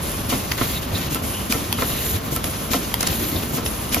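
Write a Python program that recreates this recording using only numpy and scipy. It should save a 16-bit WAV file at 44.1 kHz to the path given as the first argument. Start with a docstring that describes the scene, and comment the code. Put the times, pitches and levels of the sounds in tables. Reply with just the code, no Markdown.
"""A cartoning machine runs in a factory hall, one cycle about every 1.2 seconds.
Its arm knocks cartons into place and rings the sheet steel, a gripper snaps, and valves puff air.
The chain slides on one pocket and stops with a thump; cartons rub along the guides.
Near the end a bottle catches and the chain judders. Drives rumble and hum underneath."""
import sys
import numpy as np
from scipy import signal
from scipy.fft import rfft, irfft
from scipy.io import wavfile

SR = 44100
rng = np.random.default_rng(int(sys.argv[2]) if len(sys.argv) > 2 else 0)


def generate_wav(sig):
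    """Save sig (samples, or channels by samples) to the path in sys.argv[1] as 16-bit PCM at SR."""
    pcm = np.round(np.clip(np.atleast_2d(sig).T, -1, 1) * 32767).astype(np.int16)
    wavfile.write(sys.argv[1], SR, pcm)


N = 176400
T = np.arange(N) / SR
CYCLE_S = 1.209


def arm():
    """The arm and pushers knock on sheet steel: a hollow clatter, a ring and a deep panel boom."""
    # Each row: start in seconds, clatter, ring and boom in dB, rise and fade in seconds.
    knocks = [(0.319, -22, -31, -18.5, 0.002, 0.13), (0.334, -27, -38, -25, 0.0025, .09),
              (0.583, -26, -31, -36, 0.0095, 0.1), (0.612, -18, -24.5, -21, 0.00075, 0.048),
              (1.153, -25, -40, -32, .003, 0.12), (1.527, -26, -30, -31, 0.0027, 0.06),
              (1.544, -29, -29.5, -24.5, 0.0028, 0.12), (1.787, -24.5, -30.5, -37, 0.0032, 0.17),
              (1.821, -16, -23.5, -21.5, 0.0014, 0.018), (2.362, -32, -43, -26.5, 0.0065, 0.077),
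              (2.738, -17, -23.5, -15, 0.00487, 0.044), (2.755, -34, -35, -23, 0.0019, 0.05),
              (3.031, -25, -29, -24, 0.0018, 0.13), (3.576, -25.5, -34.5, -24.5, 0.0039, 0.12),
              (3.946, -27, -41, -33, 0.0026, 0.12), (3.963, -25, -32, -21, 0.0029, 0.079)]
    # Each row is one ringing tone: pitch in Hz, level in dB, fade in seconds.
    steel_modes = [(980, -13, 0.03), (1060, -6, 0.047), (1273, -4.5, 0.05), (1338, -2, 0.07),
                   (1525, -10, 0.062), (1804, -6.5, 0.058), (2090, -3, 0.035), (2480, -15, 0.043)]
    panel_modes = [(260, -5.5, 0.16), (471, -2.5, 0.098), (544, -9, 0.08), (696, 0, 0.042),
                   (758, -7.5, 0.058)]
    # The clatter's tone. Each row: frequency in Hz, level in dB.
    colour = [(100, -28), (250, 11.5), (480, 0.5), (720, -10), (1000, 6.5), (1400, -3), (2400, -11.5),
              (4000, -11.5), (8000, -54)]
    clatter = sum(from_db(db) * envelope(s, rise, t60) for s, db, _, _, rise, t60 in knocks)
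    contacts = bouncing([(s, db) for s, _, db, _, _, _ in knocks], gap_s=0.0046, loss_db=3, count=3)
    boom = struck([(s + rise, db) for s, _, _, db, rise, _ in knocks], panel_modes, spread_db=1)
    return clatter * noise(colour, flicker_db=3.5) + struck(contacts, steel_modes, spread_db=5) + boom


def clicks():
    """The gripper snaps, the arm's tip taps a carton, end stops tick: each clacks and briefly rings."""
    # Each row: start in seconds, clack, bright edge and ring in dB, fade in seconds.
    snaps = [(0.5156, -13, -28, -20, 0.012), (0.5192, -10.5, -17, -25, 0.016),
             (1.7266, -11.5, -11.5, -12.5, 0.015), (2.9411, -17, -9.5, -10, 0.011)]
    taps = [(0.3145, -26, -34, -17, 0.011), (1.5239, -8.5, -11, -15, 0.0079), (1.8215, -24, -34, -23, .02),
            (2.7342, -9, -30, -15.5, .008), (3.9448, -21, -7, -11.5, 0.012)]
    ticks = [(1.1468, -25, -10, -33, 0.0065), (2.3625, -20, -12.5, -26, 0.012),
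             (2.4420, -14, -20, -36, 0.021), (3.0732, -14, -24, -17, 0.013),
             (3.6622, -15.5, -31, -18.5, 0.021)]
    # How each part rings. Each row: pitch in Hz, level in dB, fade in seconds.
    gripper_modes = [(930, -5.5, 0.015), (2000, -15.5, 0.024), (3290, 1.5, 0.015), (4840, -6, 0.018),
                     (11100, -6, 0.0055)]
    arm_modes = [(2220, -5.5, 0.016), (2400, -2, 0.013), (3020, -10.5, 0.0054), (4880, -5, 0.012)]
    stop_modes = [(5320, 1, 0.016)]
    # Each row: frequency in Hz, level in dB.
    clack_colour = [(300, -6), (900, 3), (2200, 6.5), (3400, 5), (5000, 3), (7000, -1), (10000, -17),
                    (16000, 3.5)]
    edge_colour = [(4000, -0.5), (8000, -4), (10000, 1.5), (12000, 7), (15000, 3), (16500, -13)]
    clack = edge = ring = 0
    for hits, modes in (snaps, gripper_modes), (taps, arm_modes), (ticks, stop_modes):
        ring += struck([(s, db) for s, _, _, db, _ in hits], modes, spread_db=3.5)
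        for s, clack_db, edge_db, _, t60 in hits:
            burst = envelope(s, 0.00014, t60)
            clack += from_db(clack_db) * burst
            edge += from_db(edge_db) * burst
    return clack * noise(clack_colour, flicker_db=.5) + edge * noise(edge_colour, flicker_db=.5) + ring


def frame():
    """Each start or stop swings the frame at a low pitch and sets its panels rumbling."""
    # Each row: seconds into the cycle, swing in dB, pitch in Hz, rumble in dB, rise and fade in seconds.
    thumps = [(0.289, -17.5, 233, -27.5, 0.0035, 0.066), (0.322, -32.5, 283.5, -27, 0.019, 0.49),
              (0.61, -36, 285, -27.5, 0.0026, 0.28), (0.925, -17, 92, -23.5, .013, 0.15),
              (1.113, -19.5, 143.8, -24, 0.0037, 0.1), (0.02, -38, 80, -25, 0.011, 0.26)]
    # The rumble's tone. Each row: frequency in Hz, level in dB.
    colour = [(30, -29), (60, 4.5), (110, -4.5), (190, -7.5), (280, 1), (400, -8.5), (700, -11.5),
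              (2000, -38)]
    swing = rumble = 0
    for s, swing_db, hz, rumble_db, rise, t60 in thumps:
        for start in every_cycle(s):
            jolt = envelope(start, rise, t60)
            swing += from_db(swing_db) * jolt * np.sin(2 * np.pi * hz * (T - start))
            rumble += from_db(rumble_db) * jolt
    return swing + rumble * noise(colour, flicker_db=1.5)


def valves(open_s=.3):
    """Escaping air hisses over a lower rush and whistles at the nozzle until the valve shuts."""
    # Each row: seconds into the cycle, hiss, rush and whistle in dB, rise, hold and fade in seconds.
    puffs = [(0.008, -31, -34.5, -33.5, .025, 0.013, 2.1), (0.284, -24.5, -25, -37, 0.017, 0.017, 0.28),
             (0.325, -33, -35, -39.5, 0.034, 0.031, 2.2), (1.091, -27, -33, -49, 0.029, 0.032, 0.18)]
    # Each row: frequency in Hz, level in dB.
    hiss_colour = [(3000, -30), (6000, -8), (7300, -0.5), (8100, 0), (9300, 1.5), (10900, -6.5),
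                   (12300, 2.5), (13600, -0.5), (15600, -3.5)]
    rush_colour = [(300, 7), (900, -1), (1800, 1.5), (3000, 6.5), (4500, 3.5), (6000, 5), (8000, -2),
                   (12000, -8)]
    whistle_colour = [(9000, -25), (10300, -7), (10950, -3.5), (11500, -8), (12200, -22)]
    hiss = rush = whistle = 0
    for s, hiss_db, rush_db, whistle_db, rise, hold, t60 in puffs:
        flow = sum(envelope(start, rise, t60, hold) * (T < start + open_s) for start in every_cycle(s))
        hiss = np.hypot(hiss, from_db(hiss_db) * flow)  # overlapping puffs add in power
        rush = np.hypot(rush, from_db(rush_db) * flow)
        whistle += from_db(whistle_db) * flow
    return (hiss * noise(hiss_colour, flicker_db=1.1)
            + whistle * noise(whistle_colour, flicker_db=2)
            + panned(rush * noise(rush_colour, flicker_db=2.15), left_db=1.5))


def chain(hiss_boost_db=3.5, scrape_boost_db=1, ticks_per_s=250, tick_db=-8.5):
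    """The chain hisses and scrapes along its guides while the links tick."""
    # One list per advance. Each row: time in seconds, hiss and scrape in dB before their boosts.
    slides = [
        [(0.56, -51, -47), (0.566, -52, -51), (0.58, -33.5, -29), (0.704, -29, -33), (0.77, -33, -29.5),
         (0.808, -45, -55), (0.826, -32.5, -35), (0.872, -51, -53), (0.916, -45, -47), (0.948, -32, -32.5),
         (1.06, -34.5, -32.5), (1.09, -52, -37)],
        [(1.77, -37, -54), (1.82, -30, -27.5), (1.844, -31, -33), (1.87, -28.5, -32), (2.084, -28, -32.5),
         (2.134, -31, -35), (2.152, -28.5, -30), (2.19, -40, -58), (2.196, -52, -59), (2.25, -37.5, -48),
         (2.286, -36, -52), (2.3, -52, -40)],
        [(2.98, -48, -50), (2.994, -50, -39), (3.012, -31, -26.5), (3.026, -36, -29), (3.042, -39, -30),
         (3.062, -34, -31), (3.08, -33, -23.5), (3.114, -32, -30.5), (3.312, -30.5, -34), (3.43, -33.5, -34.5),
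         (3.51, -35, -55)],
    ]
    # Each row: frequency in Hz, level in dB.
    hiss_colour = [(3000, -33), (6000, -10), (7300, -3.5), (8100, -13), (9300, -1.5), (10900, -3.5),
                   (12300, -1.5), (13600, -0.5), (15600, -3)]
    scrape_colour = [(400, 7.5), (1000, -5), (1800, -0.5), (2700, 0), (3900, 2), (5200, -4), (7200, -6.5),
                     (12000, -44)]
    hiss_level = scrape_level = 0
    for advance in slides:
        s, hiss_db, scrape_db = np.transpose(advance)
        hiss_level += np.interp(T, s, from_db(hiss_db + hiss_boost_db), 0, 0)
        scrape_level += np.interp(T, s, from_db(scrape_db + scrape_boost_db), 0, 0)
    ticks = (rng.random(N) < ticks_per_s / SR) * rng.standard_normal((2, N))
    hiss = noise(hiss_colour, flicker_db=1.5)
    scrape = noise(scrape_colour, flicker_db=2) + from_db(tick_db) * coloured(ticks, scrape_colour)
    return hiss_level * hiss + panned(scrape_level * scrape, left_db=1.5)


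def rattle():
    """As the chain halts, its slack links jangle against each other."""
    # Each row: start in seconds, level in dB.
    halts = [(0.9505, -23.5), (2.152, -37), (3.3605, -23.5)]
    # How the links ring. Each row: pitch in Hz, level in dB, fade in seconds.
    link_modes = [(2820, -11, 0.011), (3650, 3.5, 0.014), (4180, -3, 0.0088), (4930, -4, .01)]
    return struck(bouncing(halts, gap_s=.003, loss_db=2.8, count=8), link_modes, spread_db=3.5)


def bottle(rise=0.00069, t60=0.012):
    """A bottle catches in its pocket with short gritty scuffs."""
    # Each row: start in seconds, level in dB, hold in seconds.
    scuffs = [(3.006, -16.5, .0035), (3.028, -13.5, .0022), (3.067, -17, .001), (3.0706, -13.5, 0.0038)]
    # The scuffs' tone. Each row: frequency in Hz, level in dB.
    colour = [(400, -4), (1200, 0), (3000, -3), (4600, 0.5), (6200, 1.5), (8000, 3), (10000, 2),
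              (13000, -7), (16000, -2)]
    level = sum(from_db(db) * envelope(s, rise, t60, hold) for s, db, hold in scuffs)
    return panned(level * noise(colour, flicker_db=1), left_db=-1.3)


def judder(start=3.07, rise=0.018, hold=0.49, t60=0.66, db=-31):
    """After the bottle has caught, the chain runs roughly for one advance."""
    # A low growl. Each row: frequency in Hz, level in dB.
    colour = [(80, -23), (160, -2), (300, 3.5), (420, -6.5), (900, -24)]
    return from_db(db) * envelope(start, rise, t60, hold) * noise(colour, flicker_db=4.5)


def guard(at_s=1.155, db=-27, hz=1335, t60=0.13):
    """Once a cycle the returning pusher sets a thin guard plate ringing."""
    return struck([(start, db) for start in every_cycle(at_s)], [(hz, 0, t60)], spread_db=1)


def cartons(patchy_db=3):
    """Cartons grip and slip on the guides; each rub swells and fades around one pitch."""
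    # Each row: start and length in seconds, pitch and band width in Hz, level in dB.
    rubs = [(0.733, 0.042, 2700, 180, -36), (0.745, .04, 3800, 400, -35), (0.938, 0.042, 4040, 300, -34),
            (1.91, 0.15, 2600, 160, -42), (1.058, 0.14, 2830, 330, -38), (1.277, 0.2, 2930, 380, -37.5),
            (1.73, 0.4, 2910, 252, -39), (1.854, 0.15, 3880, 260, -37), (2.04, 0.14, 11700, 300, -34),
            (3.077, 0.32, 11950, 447, -36)]
    out = 0
    for s, length, hz, width_hz, db in rubs:
        band = signal.butter(2, [hz - width_hz / 2, hz + width_hz / 2], "band", fs=SR, output="sos")
        progress = np.clip((T - s) / length, 0, 1)
        swell = np.sqrt(np.abs(np.sin(np.pi * progress)))
        out += from_db(db) * swell * rms_one(signal.sosfilt(band, rng.standard_normal(N)))
    return out * rms_one(from_db(patchy_db * drift(21)))


def hall(rumble_db=-27):
    """The hall rumbles and the drives give a wavering hum."""
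    # The drives' tones. Each row: pitch in Hz, level in dB.
    hums = [(64.8, -41.5), (205, -49.5), (1049, -49.5), (5878, -60)]
    # The rumble's tone. Each row: frequency in Hz, level in dB.
    colour = [(22, -42), (33, -42), (45, 2), (62, -1.5), (110, 1.5), (160, -1.5), (270, -3), (400, -9),
              (620, -9.5), (850, -13), (1200, -12), (1800, -19.5), (3000, -19.5), (5500, -25), (8300, -27),
              (10800, -28), (14000, -26.5), (16000, -24.5)]
    hum = 0
    for hz, db in hums:
        waver = 0.39 * drift(2.75)
        hum += from_db(db) * np.sqrt(2) * np.sin(2 * np.pi * hz * T + waver)
    return from_db(rumble_db) * noise(colour, flicker_db=1) + hum


def walls(x):
    """Steel walls close by add quick echoes above the bass."""
    # Each row: delay in seconds, strength (a minus flips the wave).
    echoes = [(.0031, -0.013), (.0053, .1), (.0083, -0.13)]
    upper = signal.sosfilt(signal.butter(1, 900, "high", fs=SR, output="sos"), x)
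    return x + sum(gain * np.pad(upper, ((0, 0), (int(s * SR), 0)))[:, :N] for s, gain in echoes)


def room(x, t60, wet_db):
    """The hall's many echoes blur into a short tail."""
    echoes = rng.standard_normal((2, N)) * envelope(start=0.0043, rise=0.0036, t60=t60)
    tail = coloured(echoes, [(2000, 1), (12000, 0.5)]) / np.sqrt(N)
    return x + from_db(wet_db) * signal.fftconvolve(x, tail, axes=1)[:, :N]


def struck(hits, modes, spread_db):
    """Hits (seconds, dB) ring a part's tones, with a random strength for each hit, tone and ear."""
    s, db = np.transpose(hits)
    out = np.zeros((2, N))
    for hz, mode_db, t60 in modes:
        scatter_db = spread_db * rng.standard_normal((len(s), 2)).T
        kicks = np.full((2, N), 1e-18)
        kicks[:, (s * SR).astype(int)] = from_db(db + mode_db + scatter_db)
        decay, step = np.exp(-np.log(1000) / (t60 * SR)), 2 * np.pi * hz / SR
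        ring = signal.lfilter([0, np.sin(step)], [1, -2 * decay * np.cos(step), decay ** 2], kicks)
        out += rng.choice([-1, 1]) * ring
    return out


def bouncing(hits, gap_s, loss_db, count):
    """Each hit (seconds, dB) is followed by weaker bounces at uneven gaps."""
    gaps = gap_s * (.5 + rng.random((len(hits), count)))
    return [(min(s + gap[:k].sum(), T[-1]), db - k * loss_db)
            for (s, db), gap in zip(hits, gaps) for k in range(count)]


def envelope(start, rise, t60, hold=0):
    """A level that rises, holds, then fades by 60 dB in t60 seconds."""
    out = np.zeros(N)
    live = slice(*np.searchsorted(T, [start, start + rise + hold + 2 * t60]))
    t = T[live] - start
    out[live] = np.clip(t / rise, 0, 1) * np.exp(-np.log(1000) * np.maximum(t - rise - hold, 0) / t60)
    return out


def every_cycle(s):
    """The times at which one point of the cycle comes round."""
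    return np.arange(s, N / SR, CYCLE_S)


def noise(colour, flicker_db):
    """Stereo noise whose level flickers."""
    steady = coloured(rng.standard_normal((2, N)), colour)
    return rms_one(steady * from_db(flicker_db * drift(29)))


def coloured(pair, colour):
    """Blend two signals into stereo; the colour sets the balance of low and high, not the loudness."""
    # Each row: frequency in Hz, how alike left and right are from 0 to 1.
    likeness = [(60, 0.99), (300, 0.83), (500, 0.34), (800, 0.013), (1500, 0.011), (1900, 0.74),
                (3000, 0.52), (4500, 0.5), (5400, 0.12), (7000, 0.91), (8300, 1), (9800, 0.86),
                (12000, 0.87), (13800, 0.92), (15500, .99)]
    hz = np.arange(N // 2 + 1) * SR / N
    alike = np.clip(at_hz(likeness, hz), -.995, .995)
    mid, side = rfft(pair) * from_db(at_hz(colour, hz)) * np.sqrt([1 + alike, 1 - alike])
    return rms_one(irfft(np.array([mid + side, mid - side]), N))


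def drift(rate_hz):
    """A smooth random wander, about 1 in size."""
    stride, warm_up = 40, 2000
    pole = np.exp(-2 * np.pi * rate_hz * stride / SR)
    jitter = rng.standard_normal(N // stride + warm_up + 2)
    slow = signal.lfilter([1], [1, -2 * pole, pole ** 2], jitter)[warm_up:]
    return np.interp(np.arange(N) / stride, np.arange(len(slow)), rms_one(slow))


def panned(x, left_db):
    """Lean a sound to the left, or to the right if left_db is negative."""
    return x * from_db([[left_db / 2], [-left_db / 2]])


def at_hz(points, hz):
    """Read between a table's rows on a log-frequency scale."""
    row_hz, value = np.transpose(points)
    return np.interp(np.log(hz + 1), np.log(row_hz), value)


def from_db(db):
    """Turn decibels into a gain."""
    return 10 ** (np.asarray(db) / 20)


def rms_one(x):
    """Scale to an average power of 1."""
    return x / np.sqrt(np.mean(x ** 2) + 1e-20)


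def scene():
    """All parts of the machine in the hall."""
    running = walls(hall() + valves() + chain() + cartons()) + frame() + judder()
    impacts = arm() + guard() + clicks() + rattle() + bottle()
    return running + room(impacts, t60=0.18, wet_db=-11.5)


def record(dry, cutoff_hz=15800):
    """Left and right hear the treble out of step; peaks are rounded and the very top is cut."""
    # Each row: frequency in Hz, how far the right side leads in radians.
    right_lead = [(100, 0), (500, .3), (1800, 0), (3500, -.7), (5000, -.7), (5600, .9), (7100, 1.4),
                  (7800, 3.05), (8700, 3.2), (9500, 4.3), (11300, 6.1), (12400, 6.4), (13700, 7.7),
                  (15300, 9.4)]
    phase = at_hz(right_lead, np.arange(N + 1) * SR / (2 * N))
    shift = np.exp(.5j * phase * np.array([[-1], [1]]))
    shifted = irfft(rfft(dry, 2 * N) * shift)[:, :N]
    rounded = 2 * np.tanh(shifted / 2)
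    return signal.sosfilt(signal.ellip(10, .1, 80, cutoff_hz, fs=SR, output="sos"), rounded)


dry = scene()
out = record(dry)
generate_wav(out)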